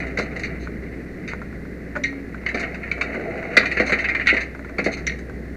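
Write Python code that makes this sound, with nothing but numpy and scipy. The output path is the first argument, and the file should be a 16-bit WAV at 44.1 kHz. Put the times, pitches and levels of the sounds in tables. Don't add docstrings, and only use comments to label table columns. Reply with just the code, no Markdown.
import sys
import numpy as np
from scipy import signal
from scipy.fft import rfft, irfft
from scipy.io import wavfile
from scipy.ndimage import uniform_filter1d

SR = 44100
rng = np.random.default_rng(int(sys.argv[2]) if len(sys.argv) > 2 else 0)


def output_pcm(signal):
    pcm = np.clip(np.atleast_2d(signal).T, -1, 1) * 32767
    wavfile.write(sys.argv[1], SR, np.round(pcm).astype(np.int16))


N = 245490
TIME = np.arange(N) / SR
RING_TIME = TIME[:SR // 3]
ATTACK = 1100


def undb(db):
    return 10 ** (np.asarray(db) / 20)


def level(x, db, count=None):
    return x * undb(db) / np.sqrt(np.mean(x[:count] ** 2) + 1e-20)


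def curves(table):
    times, *columns = np.transpose(table)
    return [np.interp(TIME, times, column) for column in columns]


def add(out, t, x):
    i = max(int(t * SR), 0)
    out[i:i + len(x)] += x[:max(N - i, 0)]


def colour(x, points):
    hz, db = np.transpose(points)
    grid = np.maximum(np.fft.rfftfreq(4096, 1 / SR), 1)
    gain = undb(np.interp(np.log(grid), np.log(hz), db))
    cepstrum = irfft(np.log(gain))
    half = len(cepstrum) // 2
    cepstrum[1:half] *= 2
    cepstrum[half + 1:] = 0
    impulse = irfft(np.exp(rfft(cepstrum)))
    return signal.fftconvolve(x, impulse)[:len(x)]


def band(x, edges):
    return signal.sosfilt(signal.butter(4, edges, "band", fs=SR, output="sos"), x)


def walk(rate_hz):
    hold = int(SR / rate_hz)
    steps = np.repeat(rng.standard_normal(N // hold + 1), hold)
    return level(uniform_filter1d(uniform_filter1d(steps, hold), hold)[:N], 0)


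def fade(t60):
    return np.exp(-np.log(1000) * RING_TIME / max(t60, 1e-3))


def burst(envelope):
    return rng.standard_normal(len(envelope)) * envelope


def ring(modes, scatter_db, detune, stretch=1):
    out = np.zeros(len(RING_TIME))
    for hz, db, t60 in modes:
        strength, drift, polarity = rng.standard_normal(3)
        tone = np.sin(2 * np.pi * hz * (1 + detune * drift) * RING_TIME)
        out += undb(db + scatter_db * strength) * np.sign(polarity) * fade(t60 * stretch) * tone
    return out


def chatter(length, count=7):
    when = (np.arange(count) + rng.random(count)) / count
    size = rng.uniform(0.37, 1, count) * rng.choice([-1, 1], count)
    push = np.zeros(int(length * SR) + 2)
    push[0] = 0.69
    push[(when * length * SR).astype(int)] += 0.65 * size * np.exp(-.5 * when)
    return push


# t/s, level/dB, extra treble of a hard contact/dB, chatter length/s
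CLANKS = [(0.001, -33, 1, 0.0093), (0.067, -36, -0.5, .02), (0.173, -26.5, 3, .005),
          (0.187, -27.5, 8.5, 0.012), (0.361, -33.5, 2, .008), (0.395, -39.5, 10, .006),
          (0.434, -27, 4.5, 0.024), (1.277, -33.5, 6.5, 0.026), (1.314, -35.5, -6, 0.0038),
          (2.462, -23, -2, .006), (2.488, -27.5, -1, .004), (2.544, -29, 6, 0.011),
          (2.573, -29, -0.5, 0.034), (2.595, -36.5, 12, 0.019), (2.629, -28, -4, 0.013),
          (2.743, -39, 3, .006), (2.832, -32.5, -7.5, .013), (2.914, -22.5, -1, 0.0042),
          (3.011, -22, 2.5, 0.0069), (3.5673, -10, 7, 0.0099), (3.656, -23, 3, .014),
          (3.714, -24, 1.5, .01), (3.769, -22, -1, 0.016), (3.798, -20, 2.5, .014),
          (3.865, -30, 5.5, 0.0073), (3.894, -26, -2, .01), (3.92, -19.5, 3.5, .012),
          (3.931, -22, -1, .007), (3.987, -23.5, -1, 0.017), (4.042, -21.5, -3, .014),
          (4.086, -21.5, -3.5, .014), (4.149, -22, -2.5, 0.0062), (4.197, -23, -6.5, .022),
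          (4.26, -30, -3, 0.0047), (4.27, -15, 4, 0.0097), (4.285, -14.5, -1.5, .019),
          (4.338, -27.5, 3, .014), (4.366, -20.5, -3.5, .01), (4.405, -29, 4.5, .014),
          (4.783, -23, 1.5, .016), (4.842, -34, 12, .012), (4.86, -25, 1.5, 0.014),
          (4.971, -40.5, 8, 0.024), (5.187, -47.5, 7.5, .006)]
# f/Hz, level/dB, t60/s before the clank shortens it
LADDER_MODES = [(1390, 0, .17), (1525, -1, .15), (1830, 1, .18), (1925, -1, .18), (1985, -1, .15),
                (2085, 0, .18), (2180, -1, .16), (2265, 1, .17), (2410, -1, .16), (2540, -1, .14),
                (2770, -2, .14), (3760, 1, .13), (4010, -1, .12), (4220, 1, .13), (4460, 1, .12),
                (5460, -1, .1), (5950, 0, .1), (6350, -1, .1)]
# low f/Hz, high f/Hz
CLANK_BANDS = [(750, 1650), (1650, 3250), (3250, 5200), (5200, 15000)]
# f/Hz, gain/dB
CASE_EQ = [(600, -23), (980, -25), (1400, -12.5), (1680, -10.5), (2090, 2.5), (2550, -9), (3000, -20.5),
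           (3270, -44), (3750, -18), (4400, -14.5), (5150, -36), (6300, -25), (7400, -39), (8100, -38.5),
           (9000, -56), (10100, -41), (11200, -68), (15500, -66)]


def clanks():
    out = np.zeros(N)
    for t, db, hard_db, length in CLANKS:
        clear = ring(LADDER_MODES, scatter_db=3, detune=0.0068, stretch=0.414)
        dense = burst(fade(0.1176) + undb(2.5) * fade(0.0083))
        blow = level(colour(clear, CASE_EQ), -6.5, ATTACK) + level(colour(dense, CASE_EQ), 0, ATTACK)
        blow = signal.fftconvolve(blow, chatter(length))
        force_db = db + 23.5
        bumped = any(abs(t - thud_t) < .02 for thud_t, _ in THUDS)
        body_db = -15 + 7.5 * bumped + .55 * max(-force_db, 0)
        bright_db = -18.5 + hard_db
        top_db = bright_db - 8.7 + .12 * hard_db - .4 * force_db
        crack = band(burst(fade(.04)), [2500, 4000])
        add(out, t, level(crack, db - 32 + force_db, ATTACK))
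        for edges, band_db in zip(CLANK_BANDS, [body_db, 0, bright_db, top_db]):
            add(out, t, level(band(blow, edges), db + band_db, ATTACK))
    return out


# t/s, level/dB
THUDS = [(0.186, -24), (2.543, -24.5), (3.012, -36.5), (3.57, -18.5), (3.77, -31), (3.8, -18.5),
         (3.922, -23), (4.327, -23), (4.787, -24), (4.863, -19)]
# f/Hz, level/dB, t60/s
BEND_MODES = [(211, 0.5, 0.14), (264.5, -8.5, 0.44), (282.2, -5.5, 0.29), (330, -7.5, 0.097),
              (396.5, 3, 0.072), (480, 2.5, 0.13), (550.4, -0.5, 0.07), (635, -2.5, 0.16),
              (730, -15.5, 0.36)]
# f/Hz, gain/dB
GRIND_EQ = [(150, -19.5), (260, -2.5), (350, 0), (410, -1), (495, -2.5), (575, -3.5), (655, -3), (730, -6),
            (820, -9), (1000, -43), (2000, -55), (6000, -89)]


def thuds():
    out = np.zeros(N)
    for t, db in THUDS:
        crunch = colour(burst(fade(0.16)), GRIND_EQ)
        bend = band(ring(BEND_MODES, scatter_db=0.5, detune=0.029), [120, 850])
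        thud = level(bend, 0, ATTACK) + level(crunch, -4.5, ATTACK)
        add(out, t, level(thud, db, ATTACK))
    return out


# t/s, level/dB, ping level/dB, time to seat/s, bounce gap/s
LATCHES = [(2.0368, -19.5, -37.5, .0034, .014), (5.067, -18, -32, 0.0067, 0.023)]


def latch_contacts():
    for t, db, ping_db, seat, gap in LATCHES:
        yield t, db - 6, ping_db
        for bounce in range(3):
            yield t + seat + bounce * gap, db - 8 * bounce, ping_db - 13.5 * (bounce + 1)


# f/Hz, level/dB, t60/s
LATCH_MODES = [(1510, -21, 0.15), (1873, 2.5, 0.11), (1924, -7, 0.14), (2090, -0.5, 0.1), (2124, 0, 0.15),
               (2271, 1, 0.044), (2410, -19, 0.12), (2670, -31, .11), (3820, -4.5, 0.024),
               (3840, -18, 0.062), (4240, -22, 0.21), (4450, -32, 0.1)]
# f/Hz, level/dB, t60/s
PING_MODES = [(5455, -5, .05), (5680, -7, .04), (5900, 0, .08), (6000, -1, .06), (6350, -5, .045),
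              (6600, -9, .04)]


def latches():
    out = np.zeros(N)
    for t, db, ping_db in latch_contacts():
        crack = level(colour(burst(fade(0.12)), CASE_EQ), db - 8.5, ATTACK)
        tone = level(ring(LATCH_MODES, scatter_db=1, detune=.003), db - 3.5, ATTACK)
        add(out, t, band(tone + crack, [1450, 11000]))
        snap = band(burst(fade(0.024)), [5200, 7200])
        ping = band(ring(PING_MODES, scatter_db=1, detune=.004), [4800, 7500])
        add(out, t, level(ping, ping_db - 0.5, ATTACK) + level(snap, ping_db - 11.5, ATTACK))
    return out


# t/s, length/s, level/dB
SQUEAKS = [(0.2, .053, -39.5), (0.589, 0.085, -46), (3.852, 0.076, -34), (3.977, 0.062, -39.5),
           (4.39, 0.059, -41), (4.913, 0.05, -33.5)]
# multiple, level/dB
SQUEAK_HARMONICS = [(1, -4.5), (2, -7), (3, -11), (4, -28.5)]


def squeaks(pitch_hz=2100):
    out = np.zeros(N)
    phase = 2 * np.pi * pitch_hz * np.cumsum(1 + 0.0165 * walk(900)) / SR
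    rasp = band(rng.standard_normal(N), [2400, 12000])
    rasp = level(colour(rasp, CASE_EQ), -0.97)
    for t, length, db in SQUEAKS:
        now = (TIME > t) & (TIME < t + length)
        swell = np.sin(np.pi * (TIME[now] - t) / length)
        tone = sum(undb(tone_db) * np.sin(k * phase[now]) for k, tone_db in SQUEAK_HARMONICS)
        out[now] += undb(db) * swell * (tone + rasp[now])
    return out * undb(2 * walk(800))


# t/s, rattle gain/dB, scrape gain/dB
SLIDE_FADERS = [(0, -27.5, -27), (0.08, -38, -39.5), (0.37, -36.5, -34), (0.68, -47, -48), (1.3, -47, -46),
                (1.64, -52, -50), (2.39, -46.5, -46.5), (2.63, -31.5, -30.5), (2.85, -41, -41),
                (3.18, -31.5, -26.5), (3.42, -35, -30), (3.7, -29.5, -32.5), (4.27, -37, -35.5),
                (4.42, -30.5, -34), (4.51, -53, -49.5), (4.98, -39, -42), (5.13, -53, -43),
                (5.57, -58, -51)]
# f/Hz, level/dB, t60/s
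HOLLOW_MODES = [(350, -5, .06), (490, -2, .06), (660, 0, .05)]


def sliding(catches_per_s=220):
    rattle_db, scrape_db = curves(SLIDE_FADERS)
    catches = (rng.random(N) < catches_per_s / SR) * rng.exponential(size=N)
    energy = signal.fftconvolve(catches, fade(0.18) ** 2)[:N]
    rattle = colour(burst(np.sqrt(np.abs(energy))), CASE_EQ)
    rattle = colour(rattle, [(1400, 7.5), (2300, -1), (3000, -2), (4000, -9.5), (8000, -6.5)])
    rubbing = rng.standard_normal(N) * undb(3.6 * walk(45))
    rail_ring = band(ring(HOLLOW_MODES, scatter_db=0, detune=0), [250, 780])
    hollow = signal.fftconvolve(rubbing, rail_ring)[:N]
    grind = colour(rng.standard_normal(N), GRIND_EQ)
    scrape = level(grind, -5) + level(hollow, -6.5)
    return level(rattle, -1) * undb(rattle_db) + scrape * undb(scrape_db)


# t/s, level/dB, creak length/s
MOUNT_CLICKS = [(0.197, -21.5, 0.0019), (0.673, -29.5, 0.00086), (1.335, -25.5, 0), (1.417, -32, 0.0022),
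                (1.527, -38, 0.00061), (1.652, -37.5, 0), (1.954, -22, 0.014), (2.128, -35.5, 0.0014),
                (2.345, -30.5, 0.0018), (2.437, -40, 0.0014), (2.514, -34, 0), (2.98, -31, 0.0027),
                (3.146, -30, 0.0033), (3.197, -34, 0), (3.299, -40, 0.0016), (3.428, -31, 0),
                (3.632, -24, 0.0051), (3.897, -23, 0.0067), (4.149, -25.5, 0), (4.385, -38, 0.00017),
                (4.549, -32, 0.0019), (4.593, -35.5, 0.0012), (4.647, -33, 0.0011), (4.695, -33, 0.00091),
                (5.297, -33.5, 0.00066)]
# f/Hz, level/dB, t60/s
MOUNT_MODES = [(606.6, -11, 0.19), (1360, -4.5, 0.014), (1477, 1, 0.04), (1490, -0.5, 0.023),
               (1750, -9, 0.024), (2320, -18, .02)]
# f/Hz, gain/dB
CRACKLE_EQ = [(300, -9.5), (900, -1.5), (1450, 2.5), (2300, -1), (3100, -27.5), (4300, -20), (5400, -32),
              (6700, -22.5), (8500, -43), (15000, -44)]


def mount_clicks(step_s=.0035, swell_db=1.9):
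    out = np.zeros(N)
    for t, db, length in MOUNT_CLICKS:
        steps = int(length / step_s)
        for step in range(steps + 1):
            tock = band(ring(MOUNT_MODES, scatter_db=7, detune=0.039), [400, 2700])
            crackle = colour(burst(fade(0.1) + undb(10) * fade(0.0039)), CRACKLE_EQ)
            click = level(tock, -4, count=350) + level(crackle, -7, count=350)
            add(out, t + step * step_s, click * undb(db - (steps - step) * swell_db))
    return out


def wall_echo(send, predelay_s=.018, t60=0.34):
    tail = burst(fade(t60)) * (RING_TIME > predelay_s)
    tail = colour(tail / np.linalg.norm(tail), [(300, -13), (2000, -11.5), (6000, -20)])
    return signal.fftconvolve(send, tail)[:N]


# t/s, firing tone gain/dB, rumble gain/dB
TRUCK_FADERS = [(0.0, -39, -33), (0.06, -35, -34), (2.23, -40, -38), (3.86, -38.5, -38.5),
                (4.65, -38, -38.5), (5.02, -38, -35.5), (5.05, -34.5, -36.5), (5.57, -37, -36.5)]
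# f/Hz, gain/dB
RUMBLE_EQ = [(20, -4.5), (40, -5.5), (60, -1), (90, -2.5), (135, 0), (180, 4), (280, 0), (400, -1.5),
             (520, -7.5), (700, -23), (1000, -45.5), (4000, -84)]
# f/Hz, level/dB
TRUCK_DRONES = [(164, -49), (188, -56), (219, -48.5), (274.5, -45)]


def truck(firing_hz=62.45, waver_db=5):
    hum_db, rumble_db = curves(TRUCK_FADERS)
    phase = 2 * np.pi * firing_hz * TIME + .1 * walk(4.4)
    hum = level(np.sin(phase), 0) * undb(hum_db + 1.6 * walk(5.4))
    rumble = colour(burst(1 + 0.16 * np.sin(phase)), RUMBLE_EQ)
    drones = np.zeros(N)
    for hz, db in TRUCK_DRONES:
        tone = np.sin(2 * np.pi * hz * TIME + 1.04 * walk(9))
        drones += level(tone * undb(waver_db * walk(6.02)), db)
    return hum + level(rumble, 2) * undb(rumble_db) + drones


# f/Hz, gain/dB
AIR_EQ = [(700, -5), (950, -14.5), (1400, -8), (1900, 1), (2030, 3), (2170, -8.5), (2600, -17), (3200, -29),
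          (4300, -21), (5000, -27), (6100, -27), (7500, -31.5), (10000, -33), (15000, -35.5)]


def yard_air():
    hiss = colour(rng.standard_normal(N), AIR_EQ)
    return level(band(hiss, [600, 17000]), -46)


def scene():
    foreground = clanks() + thuds() + latches() + squeaks()
    return (foreground + wall_echo(foreground) + mount_clicks() + sliding() + truck() + yard_air())[None]


def record(dry, cutoff_hz=15250):
    clipped = np.clip(dry, -.95, .95)
    return signal.sosfilt(signal.ellip(8, .2, 70, cutoff_hz, fs=SR, output="sos"), clipped)


dry = scene()
out = record(dry)
output_pcm(out)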